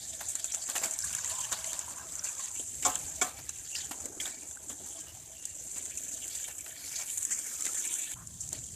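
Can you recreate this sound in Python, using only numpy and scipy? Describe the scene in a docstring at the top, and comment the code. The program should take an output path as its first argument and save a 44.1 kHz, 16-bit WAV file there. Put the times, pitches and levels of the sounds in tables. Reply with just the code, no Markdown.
"""A garden hose jet plays over spiny lobsters in a perforated aluminium steamer pot, outdoors.
Random impacts, filtered and rung, crackle on shells, patter in film and drum on metal in lumps; pools gurgle.
Slugs splat, big drops spit, shells tick, bubbles and air pockets ring; the jet fans off a shell's back.
Two knocks ring the modes of the pot.
Near the end, an abrupt cut: steady water is suddenly fainter and a second low rumble joins."""
import sys
import numpy as np
from scipy import signal
from scipy.fft import rfft, irfft
from scipy.io import wavfile
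from scipy.ndimage import uniform_filter1d, minimum_filter1d

SR = 44100
rng = np.random.default_rng(int(sys.argv[2]) if len(sys.argv) > 2 else 0)


def log_audio(samples):
    """Write samples as a 16-bit WAV file to the path given in sys.argv[1]."""
    # one column per channel
    frames = np.atleast_2d(samples).T
    # limit to full scale, then quantise
    limited = np.clip(frames, -1, 1)
    pcm = np.round(limited * 32767).astype(np.int16)
    wavfile.write(sys.argv[1], SR, pcm)


N = 385875

# Levels are those at each source, ahead of drift, gliding colour and limiter.
# Jet on the shells, before CUT_WATER_DB: time_s [s], spray_db [dB]
ON_SHELLS = [(0, -45), (1.0, -41.5), (1.65, -41.5), (2.03, -46), (2.3, -42.5), (3.05, -43.5), (3.38, -50.5),
             (3.75, -43), (4.12, -49), (4.3, -46.5), (4.6, -48.5), (4.9, -45), (5.17, -52), (5.7, -43),
             (6.4, -44.5), (6.75, -49.5), (6.98, -44), (7.12, -42), (7.32, -38), (7.52, -44), (7.75, -36),
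             (7.97, -37.5), (8.13, -43), (8.16, -29), (8.3, -31.5), (8.5, -25)]
# Jet in the water film, before CUT_WATER_DB: time_s [s], patter_db [dB]
ON_FILM = [(0, -56), (0.6, -52), (0.95, -54), (1.08, -45), (1.65, -47.5), (1.9, -54), (2.45, -60),
           (2.65, -62.5), (3.0, -56), (3.5, -57), (3.9, -57.5), (4.12, -78), (4.35, -57), (4.6, -67),
           (5.05, -55.5), (5.2, -65.5), (5.48, -54), (5.62, -64), (5.82, -51), (6.17, -57), (6.35, -49),
           (6.57, -58), (6.9, -48), (7.15, -51), (7.33, -47), (7.5, -50.5), (7.85, -46.5), (8.0, -50.5),
           (8.13, -44.5), (8.25, -41.5), (8.55, -38)]
# Jet on the bare pot floor, before CUT_WATER_DB: time_s [s], drumming_db [dB]
ON_METAL = [(0, -61.5), (0.95, -61), (1.08, -51.5), (1.55, -49.5), (1.95, -54.5), (2.35, -55), (2.7, -70.5),
            (3.0, -60), (3.7, -70), (4.05, -57.5), (4.55, -64.5), (5.0, -58.5), (5.6, -69), (6.5, -66.5),
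            (7.25, -66.5), (7.75, -59), (8.13, -65), (8.2, -42.5), (8.5, -47)]
# Jet in pooled water, before CUT_WATER_DB: time_s [s], gurgle_db [dB]
IN_POOL = [(0, -64), (0.8, -70.5), (1.6, -70.5), (2.0, -59.5), (2.35, -69), (3.1, -60), (3.75, -67),
           (4.1, -54.5), (4.55, -65), (4.9, -59), (5.15, -66), (5.45, -68.5), (5.85, -60), (6.9, -66),
           (7.7, -61), (8.1, -63.5), (8.6, -41)]
# Resonances of the spot being hit: time_s [s], water_hollow_hz [Hz], pot_floor_hz [Hz]
SPOT = [(0, 4000, 670), (0.55, 3260, 696), (0.9, 2260, 690), (1.08, 2250, 1320), (1.3, 3100, 1030),
        (1.9, 2900, 1030), (2.2, 2390, 1370), (2.7, 2900, 795), (3.22, 2200, 820), (3.8, 3150, 780),
        (4.24, 2050, 800), (4.75, 3260, 810), (5.5, 2900, 820), (6.0, 2550, 670), (6.35, 3300, 660),
        (6.7, 2000, 726), (7.0, 2500, 766), (7.32, 2090, 1300), (7.75, 2220, 1290), (8.0, 2450, 705),
        (8.13, 3100, 694), (8.19, 3280, 1300), (8.5, 3120, 690)]
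# Colour glide as the jet crosses the shells: time_s [s], centre_hz [Hz], gain_db [dB]
GLIDE = [(0, 5100, -1.5), (1.65, 4800, -0.5), (1.95, 4340, -2.5), (4.3, 5200, -1), (5.2, 4290, -5.5),
         (5.7, 5100, -2.5), (6.17, 4620, -7), (6.35, 5000, -1), (6.58, 4400, -10), (6.85, 5270, 0),
         (6.98, 5500, 5.5), (7.13, 5500, -4.5), (7.32, 3880, -20), (7.5, 4050, -4.5), (7.66, 4730, 2),
         (7.8, 4740, -9.5), (8.13, 5300, -13), (8.3, 4540, 1.5)]
# Outdoor rumble: time_s [s], level_db [dB]
RUMBLE = [(0, -53), (0.75, -63.5), (1.05, -53.5), (2.2, -56), (2.45, -62.5), (2.95, -49.5), (3.5, -57),
          (4.45, -61), (4.8, -57), (6.7, -59), (8.0, -68)]
# Slugs of water: start_s [s], slap_db [dB], floor_thud_db [dB], gurgle_db [dB], drain_t60_s [s]
SPLATS = [(0.2034, -47, -37.5, -51, 0.097), (0.394, -43, -71, -72, 0.069), (0.536, -40.5, -51, -69, 0.11),
          (0.685, -47, -41, -56, 0.23), (0.752, -33, -34, -49, 0.16), (0.813, -46, -38.5, -49, 0.37),
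          (0.833, -32.5, -38, -48, 0.12), (1.29, -41, -70, -72, 0.27), (1.517, -41, -39, -54, 0.13),
          (2.241, -39.5, -62, -79, 0.27), (2.393, -47, -70, -79, 0.5), (2.593, -53, -66, -49, 0.14),
          (2.822, -39, -54, -59, 0.31), (2.847, -41, -36, -44, 0.38), (3.213, -32, -38, -43.5, 0.19),
          (3.262, -46, -46, -54, 0.25), (3.387, -56, -44, -56, 0.063), (3.747, -40.5, -79, -84, 0.38),
          (3.909, -43.5, -38, -45.5, 0.083), (4.052, -66, -50, -46, 0.1), (4.164, -70, -60, -43.5, 0.064),
          (4.198, -39, -68, -76, 0.44), (4.253, -43, -44.5, -67, 0.13), (4.695, -54, -48, -47, 0.12),
          (4.8, -75, -76, -51, 0.097), (5.759, -49.5, -48, -54, 0.15), (6.477, -45.5, -47, -69, 0.085),
          (6.659, -49, -45.5, -70, 0.042), (6.99, -53, -44.5, -72, 0.2), (7.306, -46, -62, -71, 0.29),
          (7.647, -38.5, -63, -48, 0.11), (8.521, -50, -51, -50, 0.23)]
# Shell ticks and big drops: start_s [s], crack_peak_db [dB], hollow_note_db [dB re crack_peak_db]
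TICKS = [(0.2843, -28, -41), (0.3536, -18, -17.5), (0.4436, -16.5, -18), (0.522, -26, -34),
         (0.5464, -15.5, -19), (0.6992, -17, -20), (0.78, -18, -34), (0.858, -23, -15.5), (0.91, -19, -25),
         (0.9372, -21, -36), (0.989, -16.5, -51), (1.129, -21, -35), (1.1496, -17, -18),
         (1.2455, -19.5, -16), (1.5267, -15.5, -14), (1.6431, -23.5, -12.5), (1.731, -21, -14),
         (1.7918, -19, -24), (2.154, -21, -31), (2.2425, -20, -35), (2.595, -25, -35), (2.9547, -16, -16),
         (3.4924, -20, -16.5), (4.0561, -22.5, -22), (4.511, -28.5, -19), (5.4538, -19, -42),
         (5.8546, -26.5, -24), (6.1406, -23, -38), (6.146, -25, -44), (6.4414, -22.5, -36),
         (6.6078, -25, -30), (6.9617, -37, -24), (6.988, -29, -21), (7.1748, -18.5, -39),
         (7.18, -17.5, -35), (7.229, -17, -37), (7.251, -13, -26), (7.39, -22, -28), (7.608, -20.5, -23),
         (7.622, -21.5, -30), (7.6536, -18.5, -22.5), (7.6645, -20, -11), (7.876, -21, -33),
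         (7.94, -18, -42), (8.272, -29, -42), (8.49, -25.5, -42), (8.529, -20, -27)]
# Big drops bursting on shells: start_s [s], spray_db [dB], t60_s [s]
SPITS = [(.2849, -34, 0.35), (.3955, -40, .07), (.445, -38, 0.093), (1.041, -35, .16), (1.257, -37, 0.07),
         (1.31, -38, .14), (1.404, -34.5, 0.36), (1.66, -34.5, 0.29), (2.2857, -37, 0.062),
         (3.053, -48, 0.1), (4.693, -37, 0.17), (4.885, -37.5, 0.18), (5.0, -37.5, 0.15),
         (5.973, -33.5, 0.11), (6.035, -36.5, 0.044), (6.0816, -34, 0.044), (6.279, -33.5, 0.055),
         (6.352, -35, 0.22), (6.582, -34.5, 0.059), (7.305, -35, 0.17), (8.404, -40.5, 0.23)]
# Single bubbles, before onset and pitch rise: start_s [s], level_db [dB], pitch_hz [Hz], t60_s [s]
BLIPS = [(.519, -20, 5650, 0.024), (1.022, -23.5, 5460, 0.029), (1.036, -31, 1600, 0.045),
         (1.185, -28, 1580, 0.028), (1.879, -32, 990, 0.032), (2.193, -15, 5570, 0.015),
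         (2.394, -37.5, 1060, 0.073), (3.752, -11.5, 2820, 0.01), (4.201, -17, 3240, 0.021),
         (4.255, -22, 3450, 0.024), (4.57, -32, 1550, 0.022), (5.978, -29.5, 2690, 0.016),
         (7.322, -29, 2040, 0.03), (7.688, -34, 1310, 0.034)]
# Knocks, one spot each: start_s [s], ring_db [dB], build_up_time_constant_s [s], clash_peak_db [dB]
KNOCKS = [(2.85, -33.5, 0.004, -7.5), (3.2141, -40, 0.0019, -10.5)]
# Pot modes: freq_hz [Hz], first_spot_db [dB re ring_db], second_spot_db [dB re ring_db], t60_s [s]
POT = [(267, -4, -4, 0.22), (537, -6.5, -16, 0.34), (732, 5.5, 7.5, 0.24), (854, 4, -19, 0.23),
       (1040, 3, 0, 0.24), (1100, 7, 5, 0.15), (1189, 1.5, 5, 0.23), (1300, -3, -1, 0.32),
       (1416, 11, 15, 0.055), (1550, -8, -4, 0.29), (1730, -19, 4.5, 0.13), (2267, 5, 18, 0.058),
       (3300, -2, 4.5, 0.099), (3570, 6, 7, 0.065)]
# Narrow-band swells: ringing air between shells, and one low splash (8.152 s):
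# start_s [s], length_s [s], level_db [dB], centre_hz [Hz], width_hz [Hz]
POCKETS = [(3.709, 0.056, -51.5, 2800, 240), (5.06, 0.065, -60, 2890, 200), (5.348, 0.2, -64, 2820, 150),
           (6.289, .14, -58, 4050, 1500), (7.901, .255, -58, 3540, 597), (8.152, .09, -58, 1140, 600)]
# Sheet of water off a shell's back; pitch glides, mostly downwards until 7.36 s, then creeps up:
# time_s [s], hiss_db [dB], hiss_hz [Hz]
FAN = [(5.5, -79, 12900), (6.3, -55, 12300), (6.78, -55.5, 11300), (6.85, -50, 10600), (7.04, -53, 11100),
       (7.13, -41.5, 9400), (7.26, -45, 7700), (7.36, -46, 6800), (7.5, -40.5, 7100), (7.7, -46.5, 6900),
       (7.95, -43, 7240), (8.138, -43, 8300), (8.146, -56, 8500)]
# Treble colour of spray, ticks and clashes, peaking near 7.3 kHz: freq_hz [Hz], gain_db [dB]
DROP_COLOUR = [(400, -35), (1500, -55), (3400, -24.5), (4600, -22), (5500, -11), (6300, -2.5), (6900, 2.5),
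               (7300, 6), (8000, 0), (9000, -9), (10300, -15), (12000, -22.5), (14500, -25.5)]
# Spectrum of slaps in the water film: freq_hz [Hz], gain_db [dB]
PATTER_COLOUR = [(900, -14.5), (1250, -14.5), (1530, -5), (1700, -8.5), (1900, -5), (2060, -13),
                 (2240, -5.5), (2450, -7.5), (2700, -9), (3350, -5), (4000, -5.5), (4500, -3.5),
                 (5500, -0.5), (7000, -13.5)]
# Spectrum of the beaten pot floor: freq_hz [Hz], gain_db [dB]
DRUM_COLOUR = [(300, -14.5), (450, -7), (530, 1), (575, 4), (645, 11.5), (720, 6.5), (800, 8), (880, 5.5),
               (1000, 5), (1250, 2), (1600, 5), (2400, -2.5)]
# Spectrum of outdoor rumble: freq_hz [Hz], gain_db [dB]
RUMBLE_COLOUR = [(20, -38), (40, -4.5), (62, 6), (80, 9.5), (120, 2.5), (180, -2), (300, -23), (700, -51),
                 (2000, -16)]
# Side filter, wider at short wavelengths: freq_hz [Hz], side_gain_db [dB]
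WIDTH = [(3500, -39), (5200, -22), (6300, -11.5), (7300, -11.5), (8500, -3.5), (13000, -1)]

CUTOFF_HZ = 14350
MIST_DB = 5.5  # peak lift of the top of the spray
SPLAT_RISE_T60_S, SPLAT_SPRAY_DB = 0.02, 2  # spray is relative to the slap
# Abrupt cut: time, step in the jet's four aim levels, rumble that joins
CUT_S, CUT_WATER_DB = 8.142, -22.5
NEW_RUMBLE_DB, NEW_RUMBLE_LOW_HZ, NEW_RUMBLE_HIGH_HZ = -52.5, 61, 151


def from_db(db):
    """Decibels to gain."""
    return 10 ** (np.asarray(db) / 20)


def rms_one(x):
    """Scale to unit rms."""
    return x / np.sqrt(np.mean(x ** 2) + 1e-20)


def in_time(rows):
    """Interpolate each column after time_s to sample rate."""
    time_s, *columns = np.transpose(rows)
    return [np.interp(np.arange(N) / SR, time_s, column) for column in columns]


def dying(t60_s, size=22050):
    """Exponential decay from 1, down 60 dB at t60_s."""
    return np.exp(-np.log(1000) * np.arange(size) / SR / t60_s)


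def add(out, start_s, sound):
    """Mix a sound in at start_s."""
    at = max(round(start_s * SR), 0)
    out[..., at:at + sound.shape[-1]] += sound[..., :N - at]


def butter(x, hz, kind, order=2):
    """Causal Butterworth filter."""
    return signal.sosfilt(signal.butter(order, hz, kind, fs=SR, output="sos"), x + 1e-18)


def peak_band(x, hz, q):
    """Band of unit peak gain at hz."""
    return signal.lfilter(*signal.iirpeak(hz, q, fs=SR), x)


def coloured(x, spectrum, size=4096):
    """Causal minimum-phase filter with the given spectrum, built from its cepstrum."""
    hz, db = np.transpose(spectrum)
    bins_hz = np.maximum(np.arange(size // 2 + 1) * SR / size, 1)
    gain = from_db(np.interp(np.log(bins_hz), np.log(hz), db))
    cepstrum = irfft(np.log(gain))[:size // 2]
    cepstrum[1:] *= 2
    response = irfft(np.exp(rfft(cepstrum, size)))
    response = response.reshape((1,) * (x.ndim - 1) + (-1,))
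    return signal.oaconvolve(x, response, axes=-1)[..., :x.shape[-1]]


def ring(clicks, hz, t60_s):
    """Two-pole resonator: a unit click sets off a decaying sine of height 1."""
    r = np.exp(-np.log(1000) / (t60_s * SR))
    w = 2 * np.pi * hz / SR
    return signal.lfilter([0, np.sin(w)], [1, -2 * r * np.cos(w), r * r], clicks + 1e-18)


def impacts(per_s, spread_db):
    """Clicks of either sign at random moments; dB heights are exponential, capped at 4 spreads."""
    clicks = np.zeros(N)
    at = np.flatnonzero(rng.random(N) < per_s / SR)
    chance = rng.uniform(-1, 1, N)[at]
    height_db = spread_db * np.minimum(-np.log(np.abs(chance)), 4)
    clicks[at] = np.sign(chance) * from_db(height_db)
    return clicks


def packets(per_s, spread_db, t60_s, steady):
    """Envelope of sudden surges that die away over a steady part; mean power 1."""
    power = signal.oaconvolve(impacts(per_s, spread_db) ** 2, dying(t60_s / 2))[:N]
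    return np.sqrt((np.abs(power) / power.mean() + abs(steady)) / (1 + abs(steady)))


def bubbles(low_hz, high_hz, per_s, cycles, spread_db, count=14):
    """Bubbles ring for some cycles to -60 dB, with equal energy at every pitch; rms 1."""
    born = impacts(per_s, spread_db)
    dealt = rng.integers(0, count, N)
    out = 0
    for k, hz in enumerate(np.geomspace(low_hz, high_hz, count)):
        out = out + np.sqrt(hz) * ring(born * (dealt == k), hz, cycles / hz)
    return rms_one(out)


def in_pot(clicks, t60_s, echo_db, count=4):
    """Impacts on several spots, each with its own quick wall reflections; rows are mid and side."""
    dealt, out = rng.integers(0, count, N), 0
    for spot in range(count):
        echoes = rng.standard_normal((2, 4096)) * dying(t60_s, size=4096)
        echoes *= from_db(echo_db) / np.linalg.norm(echoes, axis=1, keepdims=True)
        echoes[:, 0] = 1, np.cos(np.pi * (spot + .5) / count)  # direct sound
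        out = out + signal.oaconvolve((clicks * (dealt == spot))[None], echoes, axes=1)[:, :N]
    return out / np.sqrt(1 + from_db(echo_db) ** 2)


def wander(depth_db, rate_hz):
    """Randomly drifting gain: noise at SR / 40 through two one-pole low-passes at rate_hz."""
    r = np.exp(-80 * np.pi * rate_hz / SR)
    slow = signal.lfilter([1], [1, -2 * r, r * r], rng.standard_normal(N // 40 + 2002))[2000:]
    return np.repeat(from_db(depth_db * np.clip(rms_one(slow), -2, 2)), 40)[:N]


def hollows(x, low_hz, high_hz, q, depth_db, rate_hz, count=8):
    """Gaps between shells open and flood as the jet moves, so their resonances come and go."""
    y = x
    for hz in np.geomspace(low_hz, high_hz, count):
        y = y + (wander(depth_db, rate_hz) - 1) * peak_band(y, hz, q)
    return y * np.std(x) / np.std(y)


def gliding(x, hz, gain_db, q, size):
    """Cut or boost that follows curves of pitch and gain, block by block."""
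    y, state = x.copy(), np.zeros(x.shape[:-1] + (2,))
    for i in range(0, N, size):
        peak = signal.iirpeak(hz[i], q, fs=SR)
        band, state = signal.lfilter(*peak, x[..., i:i + size], zi=state)
        y[..., i:i + size] += (from_db(gain_db[i]) - 1) * band
    return y


def swept(x, hz, q, boost_db):
    """Resonance that follows a pitch curve at unchanged overall level."""
    y = gliding(x, hz, np.full(N, boost_db), q, size=512)
    return y * np.std(x) / np.std(y)


def spray(strength, mist_db):
    """Thousands of droplets a second crackle on the shells; rows are mid and side."""
    drops = rms_one(impacts(per_s=3600, spread_db=2.6))
    crackle = coloured(in_pot(drops * strength, t60_s=0.013, echo_db=1.0, count=8), DROP_COLOUR)
    crackle = crackle / np.std(coloured(drops, DROP_COLOUR))
    crackle = hollows(crackle, low_hz=5000, high_hz=14000, q=6.5, depth_db=2.4, rate_hz=18.0)
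    # fine mist sizzles at the top
    return crackle + (from_db(mist_db) - 1) * peak_band(crackle, 12300, 3)


def patter(strength, spot_hz):
    """Drops slap into the water film and trap small bubbles."""
    hits = in_pot(impacts(per_s=2100, spread_db=1.5), t60_s=0.062, echo_db=2.0, count=2)[0]
    slaps = rms_one(coloured(hits, PATTER_COLOUR))
    slaps = hollows(slaps, low_hz=1600, high_hz=5220, q=5.6, depth_db=5.5, rate_hz=15.8)
    fizz = bubbles(low_hz=1626, high_hz=5400, per_s=420, cycles=50, spread_db=3.2, count=24)
    return strength * rms_one(swept(slaps + from_db(-9) * fizz, spot_hz, q=5.6, boost_db=6.0))


def drumming(strength, thud, spot_hz):
    """The jet beats one loaded, damped spot of the pot floor; a slug hits the whole floor at once."""
    floor = rms_one(coloured(impacts(per_s=1500, spread_db=0.5), DRUM_COLOUR))
    beats = hollows(floor, low_hz=513, high_hz=1600, q=19.0, depth_db=8.5, rate_hz=6.3, count=6)
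    plips = bubbles(low_hz=593.0, high_hz=1670, per_s=320, cycles=55, spread_db=2.6, count=16)
    jet = swept(beats + from_db(-7.0) * plips, spot_hz, q=4.6, boost_db=9.0)
    return strength * rms_one(jet) + thud * floor


def gurgle(strength):
    """Large, short-lived bubbles where the jet digs into a pool; the pot's air booms with them."""
    glugs = bubbles(low_hz=220.3, high_hz=680, per_s=660, cycles=24.0, spread_db=3.5)
    boom = peak_band(glugs, 300, 6.0)
    return strength * rms_one(glugs + from_db(-3.5) * boom)


def droplets(strength):
    """Lone drops snap on the shells and trap small bubbles at many pitches."""
    snaps = bubbles(low_hz=6300, high_hz=9000, per_s=170, cycles=38, spread_db=3.4, count=16)
    plinks = bubbles(low_hz=2400, high_hz=6200, per_s=70, cycles=48, spread_db=3.2, count=24)
    return strength * (from_db(-8) * snaps + from_db(-24) * plinks)


def rumble(after_cut):
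    """Low outdoor noise swells and sinks; a second band joins after the cut."""
    level_db, = in_time(RUMBLE)
    outdoor = rms_one(coloured(rng.standard_normal(N), RUMBLE_COLOUR, size=8192))
    edges_hz = [NEW_RUMBLE_LOW_HZ, NEW_RUMBLE_HIGH_HZ]
    joining = rms_one(butter(rng.standard_normal(N), edges_hz, "bandpass"))
    outdoor = from_db(level_db) * wander(depth_db=2.5, rate_hz=9.6) * outdoor
    return outdoor + from_db(NEW_RUMBLE_DB) * after_cut * joining


def splat_surges():
    """Each slug swells and drains away: strengths of slap, thud and gurgle, summed as power."""
    power = np.zeros((3, N))
    for start_s, *levels_db, t60_s in SPLATS:
        swell = (1 - dying(SPLAT_RISE_T60_S)) * dying(t60_s)
        add(power, start_s, np.outer(from_db(levels_db), swell / swell.max()) ** 2)
    return np.sqrt(power)


def ticks(tail_t60_s, tail_db, body_t60_s, size=4096):
    """Hard crack, scattering droplets and a shell's rough, hollow note; rows are mid and side."""
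    out = np.zeros((2, N))
    snap = dying(.011, size)
    scatter = packets(per_s=490, spread_db=5.0, t60_s=0.0061, steady=0.24)
    for start_s, peak_db, hollow_db in TICKS:
        at = int(start_s * SR)
        after = scatter[at:at + size] * dying(tail_t60_s, size)
        bursts = rng.standard_normal((2, 2, size)) * np.array([[snap], [after]])
        crack, tail = coloured(bursts, DROP_COLOUR)
        both = crack / np.abs(crack).max(axis=1, keepdims=True)
        both = both + from_db(tail_db) * tail / np.abs(tail).max()
        # first contact: broad, bright, mid only
        edge = butter(rng.standard_normal(size) * snap ** 2, 6100, "highpass")
        add(out, start_s, from_db(peak_db) * (both + from_db(-16) * edge * [[1], [0]]))
        pitches_hz = np.array([1900, 3000, 3600]) * np.exp(rng.normal(0, 0.11, size=3))
        push = rng.standard_normal(size) * dying(body_t60_s, size)
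        note = sum(ring(push, hz, 0.0081) for hz in pitches_hz)
        add(out[0], start_s, from_db(peak_db + hollow_db) * note / np.abs(note).max())
    return out


def spit_surges():
    """Each big drop bursts at once and its spatter thins out; summed as power."""
    power = np.zeros(N)
    for start_s, spray_db, t60_s in SPITS:
        add(power, start_s, (from_db(spray_db) * dying(t60_s)) ** 2)
    return np.sqrt(power)


def blips(glide):
    """A bubble rings unevenly, its pitch rising by the fraction glide as it nears the surface."""
    out = np.zeros(N)
    for start_s, level_db, hz, t60_s in BLIPS:
        decay = dying(t60_s)
        wobble = rms_one(butter(rng.standard_normal(len(decay)), 400, "lowpass"))
        pitch_hz = hz * (1 + glide * (1 - dying(t60_s * 2)) + .05 * wobble)
        tone = np.sin(2 * np.pi * np.cumsum(pitch_hz) / SR)
        add(out, start_s, from_db(level_db) * decay * (1 - dying(0.02)) * tone)
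    return out


def knocks(clash_t60_s):
    """A blow gives a rattling clash and sets the pot's modes ringing; rows are mid and side."""
    out = np.zeros((2, N))
    modes_hz, *spots_db, t60s_s = np.transpose(POT)
    decays = np.array([dying(t60_s) for t60_s in t60s_s])
    size = decays.shape[1]
    # the shifting load damps each mode unevenly
    decays = decays * [wander(depth_db=2.0, rate_hz=35)[:size] for _ in modes_hz]
    turns = np.outer(modes_hz, np.arange(size) / SR)
    rattle = packets(per_s=260, spread_db=-2.0, t60_s=0.013, steady=0.55)[-size:]
    for (start_s, ring_db, build_s, clash_db), mode_db in zip(KNOCKS, spots_db):
        sines = np.sin(2 * np.pi * (turns + rng.random((len(modes_hz), 1))))
        rings = from_db(ring_db + mode_db) @ (decays * sines)
        add(out[0], start_s, rings * (1 - dying(build_s * np.log(1000))))
        clash = rng.standard_normal((2, size)) * rattle * dying(clash_t60_s)
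        clash = butter(coloured(clash, DROP_COLOUR), 5100, "lowpass")
        add(out, start_s, from_db(clash_db) * clash / np.abs(clash).max())
    return out


def pockets():
    """Narrow bands of noise swell and fade: stirred air ringing, and one low splash."""
    out = np.zeros(N)
    for start_s, length_s, level_db, hz, width_hz in POCKETS:
        stir = rng.standard_normal(SR)
        note = rms_one(butter(stir, [hz - width_hz / 2, hz + width_hz / 2], "bandpass"))
        swell = signal.windows.tukey(int(length_s * SR), .3)
        add(out, start_s, from_db(level_db) * swell * note[-len(swell):])
    return out


def fan(strength, hz):
    """A thin sheet tears into droplets that hiss in one gliding resonance; rows are mid and side."""
    drops = in_pot(impacts(per_s=14000, spread_db=3.0), t60_s=0.015, echo_db=-6)
    drops = butter(drops, 3800, "highpass")
    hiss = swept(drops, np.minimum(hz, .45 * SR), q=5.0, boost_db=15)
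    return strength * hiss / np.std(hiss[0])


def scene():
    """Aim shares out the jet; common lumps drive the steady spray, patter, drumming and fan."""
    hollow_hz, floor_hz = in_time(SPOT)
    fan_db, fan_hz = in_time(FAN)
    after_cut = np.arange(N) / SR > CUT_S
    aims = (ON_SHELLS, ON_FILM, ON_METAL, IN_POOL)
    shells, film, metal, pool = (from_db(in_time(aim)[0] + CUT_WATER_DB * after_cut) for aim in aims)
    slap, thud, plunge = splat_surges()
    spits = spit_surges()
    lumps = packets(per_s=130, spread_db=1.7, t60_s=0.08, steady=1.0)

    spray_parts = [shells * lumps, spits, from_db(SPLAT_SPRAY_DB) * slap]
    water = spray(np.linalg.norm(spray_parts, axis=0), MIST_DB)
    water += fan(from_db(fan_db) * np.sqrt(lumps), fan_hz)
    water[0] += patter(np.hypot(film * lumps, slap), hollow_hz)
    water[0] += droplets(np.hypot(shells, spits / 2))
    water += ticks(tail_t60_s=.07, tail_db=-8, body_t60_s=.05)
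    water = gliding(water, *in_time(GLIDE), q=2.0, size=256)

    mid, side = water + knocks(clash_t60_s=0.075)
    mid += blips(glide=0.037) + pockets() + rumble(after_cut)
    mid += drumming(metal * lumps * wander(depth_db=-1.85, rate_hz=2.5), thud, floor_hz)
    mid += gurgle(np.hypot(pool * wander(depth_db=1.0, rate_hz=11.3), plunge))
    side = coloured(side, WIDTH)  # only the treble is wide
    return np.array([mid + side, mid - side])


def record(dry):
    """A fast limiter, linked across both channels, holds the loudest peaks; then the top is cut."""
    ceiling = .2  # full scale is 1
    gain = ceiling / np.maximum(np.abs(dry).max(axis=0), ceiling)
    gain = uniform_filter1d(minimum_filter1d(gain, size=65), size=65)
    top_cut = signal.ellip(14, .1, 85, CUTOFF_HZ, fs=SR, output="sos")
    return signal.sosfilt(top_cut, dry * gain)


dry = scene()
out = record(dry)
log_audio(out)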